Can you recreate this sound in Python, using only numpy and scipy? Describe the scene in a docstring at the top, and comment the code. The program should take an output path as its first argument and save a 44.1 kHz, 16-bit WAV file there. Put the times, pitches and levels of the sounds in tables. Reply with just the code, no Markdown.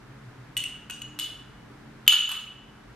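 """Spoon taps on a hand-held glass of water

A steel spoon taps a hand-held glass of water over a table, then drops into it and rattles: damped modes.
The hand damps the glass, so a hard-walled room carries most of the ring: decaying noise and short swells.
A machine drones nearby in drifting sine lines, over steady filtered room noise.
A camera with gain control and two microphone ports listens from above."""
import sys
import numpy as np
from scipy import signal
from scipy.fft import rfft, irfft, next_fast_len
from scipy.io import wavfile
from scipy.ndimage import uniform_filter1d, minimum_filter1d, map_coordinates

SR = 44100
rng = np.random.default_rng(int(sys.argv[2]) if len(sys.argv) > 2 else 0)


def unload_wav(signal):
    """Save mono or channel-first audio to the path in sys.argv[1] as 16-bit WAV at rate SR, clipped to [-1, 1]."""
    wavfile.write(
        sys.argv[1],
        SR,
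        np.round(np.clip(np.atleast_2d(signal).T, -1, 1) * 32767).astype(np.int16),
    )


N = 130095  # length in samples

# Overtone of the glass. Each row: frequency in Hz, relative level in dB, 60 dB decay time in s.
OVERTONES = [(6706, -0.5, 0.05)]


def amp(db):
    """Decibels to an amplitude factor."""
    return 10 ** (np.asarray(db) / 20)


def unit(x):
    """Scale a signal to an rms of one."""
    return x / np.sqrt(np.mean(x ** 2) + 1e-20)


def along(points, hz):
    """Read a curve of (Hz, value) points on a log frequency axis."""
    f, v = np.transpose(points)
    return np.interp(np.log(hz + 1), np.log(f + 1), v)


def wobble(rate):
    """A smooth random curve with rate knots a second."""
    knots = rng.standard_normal(int(N * rate / SR) + 4)
    return map_coordinates(knots, [np.arange(N) * rate / SR])


def filtered(x, response):
    """Multiply the spectrum of x by a response of frequency."""
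    n = x.shape[-1]
    m = next_fast_len(n + 8192)  # padding keeps the filter from wrapping round
    spectrum = rfft(x, m) * response(np.fft.rfftfreq(m, 1 / SR))
    return irfft(spectrum, m)[..., :n]


def stereo(pair, alike):
    """Mix two unrelated signals to a left and right of given likeness at each frequency."""
    def mid_side_gains(hz):
        angle = np.arccos(np.clip(along(alike, hz), -1, 1)) / 2
        return np.array([np.cos(angle), np.sin(angle)])
    mid, side = filtered(pair, mid_side_gains)
    return np.array([mid + side, mid - side])


def air():
    """Steady room noise: shaped noise whose level wanders slightly, wider apart in the treble."""
    # Noise spectrum. Each row: frequency in Hz, relative density in dB.
    spectrum = [(15, -53.5), (25, -16.5), (49, -6), (74, -17.5), (129, -6), (160, -10.5), (287, -13.5),
                (328, -15.5), (405, -14.5), (514, -20), (1490, -19.5), (2810, -29), (3380, -31),
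                (12700, -47.5), (14200, -59.5)]
    # Each row: frequency in Hz, left-right likeness from -1 to 1.
    likeness = [(60, 0.99), (130, 1), (280, 0.64), (620, 0.19), (1340, 0.84), (2900, 0.084), (6310, 0.04),
                (13700, 0)]
    level_db = -50 + 0.41 * wobble(2.5)
    pair = filtered(rng.standard_normal((2, N)), lambda hz: amp(along(spectrum, hz)))
    return amp(level_db) * unit(stereo(pair, likeness))


def drone():
    """Machine drone: a beating low pair, three drifting hums and a whine of narrow-band noise."""
    # Beating pair. Each row: frequency in Hz, drift in Hz, relative level in dB.
    beating = [(119, 3, -2), (129.8, 3, -0.5)]
    # Level of the pair. Each row: time in seconds, level in dB.
    beating_level = [(0.0, -58), (0.16, -48.5), (0.19, -60), (0.29, -44), (0.33, -67), (0.39, -42.5),
                     (0.48, -62), (0.5, -52.5), (0.98, -58), (1.14, -48.5), (1.16, -58.5), (2.03, -54),
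                     (2.22, -66), (2.48, -56.5), (2.55, -66), (2.58, -61), (2.92, -57), (2.95, -61)]
    # Hums. Each row: frequency in Hz, drift in Hz.
    hums = [(217, 2), (271, 3), (296, 2)]
    # Each row: time in seconds, then the level of each of the three hums in dB.
    hum_levels = [(0.0, -68, -72, -73), (0.29, -62, -63.5, -66), (0.37, -79, -58.5, -63),
                  (0.85, -56, -63, -66), (1.2, -61.5, -78, -52.5), (1.34, -64.5, -64.5, -65),
                  (1.96, -55, -69, -57.5), (2.23, -58.5, -73, -75), (2.93, -62, -72, -61.5),
                  (2.95, -78, -70, -71)]
    whine_hz, whine_width_hz, whine_db = 13140, 40, -92
    t = np.arange(N) / SR

    def line(hz, drift):
        """A sine of unit rms whose pitch wanders."""
        cycles = np.cumsum(hz + drift * wobble(5.6)) / SR
        return np.sqrt(2) * np.sin(2 * np.pi * (rng.random() + cycles))

    def levels(rows):
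        times, *columns = np.transpose(rows)
        return [amp(np.interp(t, times, db)) for db in columns]

    pair = unit(sum(amp(db) * line(hz, drift) for hz, drift, db in beating))
    pair = levels(beating_level)[0] * pair
    hum = sum(gain * line(hz, drift) for gain, (hz, drift) in zip(levels(hum_levels), hums))
    whine = unit(filtered(rng.standard_normal(N),
                          lambda f: np.exp(-((f - whine_hz) / whine_width_hz) ** 2)))
    return pair + hum + amp(whine_db) * whine


def ring(modes, t, scale=1, detune=0):
    """Sum damped sine modes, each struck at a slightly random level and, if detuned, pitch."""
    scatter_db = 2.5
    total = 0
    for hz, db, t60 in modes:
        level_db = db + scatter_db * rng.standard_normal()
        pitch = scale * hz * (1 + detune * rng.standard_normal())
        total = total + amp(level_db - 60 * t / t60) * np.sin(2 * np.pi * pitch * t)
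    return total


def direct(x, pan_db):
    """A sound at the two microphone ports: a level offset and a phase lead that varies with frequency."""
    # Each row: frequency in Hz, phase by which the left port leads in radians.
    ports = [(3000, .1), (5200, .5), (6600, 1.5), (8400, .8), (12000, 1.5)]
    sides = np.array([[.5], [-.5]])
    return amp(pan_db * sides) * filtered(x, lambda f: np.exp(1j * sides * along(ports, f)))


def room(x):
    """The hard room's answer to one tap: a noise tail in which each frequency dies at its own speed."""
    # Each row: frequency in Hz, 60 dB decay time in s.
    decay = [(300, 0.2), (1300, .65), (3000, 0.7), (4200, .55), (6500, .55), (8500, .45), (11000, 0.46),
             (14000, 0.19)]
    # Each row: frequency in Hz, relative level in dB.
    colour = [(300, 0.5), (1300, -0.5), (2300, 0.5), (3000, 0), (4000, 2.5), (6500, 0.5), (8500, 0.5),
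              (11000, 2.5), (14000, -1)]
    # Each row: frequency in Hz, left-right likeness from -1 to 1.
    likeness = [(500, .7), (1300, 1), (2300, 1), (4100, .65), (7500, -.15), (13000, -1.1)]
    gap_s, rise_s = 0.0046, 0.0042
    hz, t, noise = signal.stft(rng.standard_normal((2, SR)), SR, nperseg=256)
    decay_db = -60 * t / along(decay, hz)[:, None]
    shaped = noise * amp(along(colour, hz)[:, None] + decay_db)
    tail = signal.istft(shaped, SR, nperseg=256)[1][:, :SR]
    since_gap = np.clip(np.arange(SR) / SR - gap_s, 0, None)
    tail = stereo(tail, likeness) * (1 - np.exp(-since_gap / rise_s))
    return signal.fftconvolve(x[None], tail / np.linalg.norm(tail[0]), axes=1)


def taps():
    """Spoon on glass: every contact rings the modes of both, cracks, knocks and wakes the room."""
    # Each row: start in seconds, level in dB, glass pitch in Hz, then levels in dB of the overtone,
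    # top overtones, spoon bowl, neck, stem, tip and crack, knock pitch in Hz, knock level in dB,
    # room level in dB, pan in dB (positive to the left).
    contacts = [(0.5675, -17, 2902, -17.5, -9.5, -15, -18, -9.5, -13, -16, 2050, -10, -3.5, 1.5),
                (0.5751, -26.5, 2924, -10, 1, -20, -10, 4, -20, 0.5, 2280, -16, -1.5, 0),
                (0.6384, -22, 2763, -28, -16, -15, -8.5, -16, -30, -13, 2270, -16, -6.5, 2),
                (.8981, -30, 2890, -10, -8, -23, -9, -12, -30, -8.5, 1560, -2.5, -7, -1),
                (0.9003, -31.5, 2560, -23, -11, -14, -12, -12, -28, -13, 1560, -5, -8, -1),
                (0.9075, -34.5, 2855, -9, 0, -16, -7.5, 1, -30, -0.5, 1450, -9, 2, 8),
                (1.018, -25.5, 2900, -12.5, -14, -17, -21, -12, -35, -15, 1410, -15, -6, 2),
                (1.189, -24.5, 2877, -11, -4, -4, -18, -10, -35, -1, 1250, -12, -2, 2),
                (1.1963, -23.5, 2950, -10.5, -1.5, -4, -24, -6, -35, -10.5, 2140, -14, 0.5, 2.5),
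                (2.065, -37, 3130, -20, -19.5, -11, -20, -20, -35, -12, 1300, -12, -4, 0),
                (2.078, 1.5, 2949, -18, -8, -12.5, -22, -19, -40, -14, 2397, -14.5, -1, 0.5),
                (2.0816, -6.5, 3003, -10, -5, -13, -19.5, -14, -40, -14, 1243, -11, -0.5, -0.5),
                (2.1246, -12.5, 3070, -4.5, -20, -8.5, -10.5, -8, -35, -4, 1420, -4, -2.5, -1),
                (2.1333, -14.5, 2840, -9.5, -12.5, -5, -14, -14, -35, -14, 1425, -2.5, -4, -1),
                (2.2907, -23, 2930, -10, -5.5, -3.5, -13, -9, -18, -8.5, 1270, -5.5, 3.5, -1),
                (2.3158, -21, 2620, -14, -6.5, -9.5, -17, -6, -14, -11, 1204, -8.5, -2, 1)]
    # Glass, then knock. Each row: ratio to the pitch, relative level in dB, 60 dB decay time in s.
    glass_modes = [(1, 0.5, 0.027), (1.004, -14.5, 0.14), (.93, -8, .02), (1.17, -13, 0.035)]
    knock_modes = [(1, 2.5, 0.02), (.85, -4.5, 0.01), (1.18, -3, .015)]
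    # Top overtones of the glass, then the parts of the spoon.
    # Each row: frequency in Hz (the bowl's is detuned at each tap), relative level in dB, 60 dB decay time in s.
    top_modes = [(11680, 0.5, 0.022), (10680, -7, 0.023), (11060, -11.5, .015), (11830, -9, 0.017)]
    bowl_modes = [(3520, 0, 0.017), (3774, -0.5, 0.018), (4210, -2.5, .014), (4414, -5.5, 0.015),
                  (5130, -11.5, 0.016)]
    neck_modes = [(6150, -4, 0.024), (5715, -9.5, 0.015), (10380, -7, 0.024)]
    stem_modes = [(8450, -5, .045), (8270, -12, .03)]
    tip_modes = [(14080, -14.5, .05)]
    # Spectrum of the crack. Each row: frequency in Hz, relative level in dB.
    crack_spectrum = [(200, -21), (1000, -16.5), (3000, -1.5), (8000, 2.5), (12300, -12), (13000, -31),
                      (20000, -37)]
    thump_modes = [(328, -28.5, 0.068)]  # Hz, dB within the knock, 60 dB decay time in s
    attack_s, crack_t60_s = 0.00065, 0.015
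    out = np.zeros((2, N + 2 * SR))
    t = np.arange(SR // 5) / SR
    for (start, db, hz, over_db, top_db, bowl_db, neck_db, stem_db, tip_db, crack_db,
         knock_hz, knock_db, room_db, pan_db) in contacts:
        crack = unit(filtered(rng.standard_normal(len(t)), lambda f: amp(along(crack_spectrum, f))))
        crack = amp(-60 * t / crack_t60_s) * crack
        knock = ring(knock_modes, t, knock_hz) + ring(thump_modes, t)
        glass = ring(glass_modes, t, hz)
        glass = glass + amp(over_db) * ring(OVERTONES, t) + amp(top_db) * ring(top_modes, t)
        spoon = amp(bowl_db) * ring(bowl_modes, t, detune=0.025) + amp(neck_db) * ring(neck_modes, t)
        spoon = spoon + amp(stem_db) * ring(stem_modes, t) + amp(tip_db) * ring(tip_modes, t)
        tap = glass + spoon + amp(crack_db) * crack + amp(knock_db) * knock
        tap = amp(db) * tap * (1 - np.exp(-t / attack_s))
        wet = amp(room_db) * room(tap)
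        k = round(start * SR)
        out[:, k:k + len(t)] += direct(tap, pan_db)
        out[:, k:k + wet.shape[1]] += wet
    return out[:, :N]


def echoes():
    """Strong single wall echoes: the glass note comes back as short soft-edged swells."""
    # Each row: start in seconds, level in dB, pitch in Hz, length in s, relative overtone level in dB.
    swells = [(0.5844, -27, 2867, 0.012, -14), (0.6014, -30.5, 3040, 0.01, -16),
              (0.655, -27, 2890, 0.011, -16), (1.2255, -28.5, 2880, 0.012, -18),
              (1.242, -26.5, 2966, 0.011, -14), (1.26, -33, 2980, 0.0086, -14),
              (2.0932, -6.5, 2970, 0.0078, -11.5), (2.138, -8.5, 3030, 0.011, -17),
              (2.204, -16, 2933, 0.0099, -11.5), (2.2305, -20.5, 2962, 0.0097, -8),
              (2.255, -27, 2985, 0.011, -17), (2.276, -22, 2990, 0.012, -17),
              (2.335, -25.5, 2960, 0.011, -18), (2.361, -26, 2940, 0.011, -19)]
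    out = np.zeros((2, N))
    for start, db, hz, length, over_db in swells:
        t = np.arange(int(length * SR)) / SR
        overtone = np.sin(2 * np.pi * OVERTONES[0][0] * t)
        note = np.sin(2 * np.pi * hz * t) + amp(over_db) * overtone
        swell = np.sin(np.pi * t / length) ** 0.806
        out[:, round(start * SR):][:, :len(t)] += direct(amp(db) * note * swell, 0)
    return out


def scene():
    """Everything that reaches the camera, before its gain control."""
    return taps() + echoes() + air() + drone()


def record(dry):
    """Camera: gain drops on loud peaks, holds, then climbs back; excess clips and the top is cut."""
    knee_db, slope = -10, 0.39  # slope: dB of gain lost per dB above the knee
    hold_s, smooth_s, recover_db_s = 0.083, 0.0038, 9
    top_hz = 14600
    peak_db = 20 * np.log10(np.abs(dry).max(0) + 1e-9)
    need_db = -slope * np.clip(peak_db - knee_db, 0, None)
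    # the origins make both windows look back only
    hold = int(hold_s * SR)
    need_db = minimum_filter1d(need_db, hold, origin=(hold - 1) // 2)
    # a running minimum against a ramp limits how fast the gain climbs
    ramp = recover_db_s * np.arange(N) / SR
    gain_db = np.minimum(np.minimum.accumulate(need_db - ramp) + ramp, 0)
    soft = int(smooth_s * SR)
    gain_db = uniform_filter1d(gain_db, soft, origin=(soft - 1) // 2)
    clipped = np.clip(dry * amp(gain_db), -1, 1)
    return filtered(clipped, lambda hz: 1 / (1 + (hz / top_hz) ** 60))


dry = scene()
out = record(dry)
unload_wav(out)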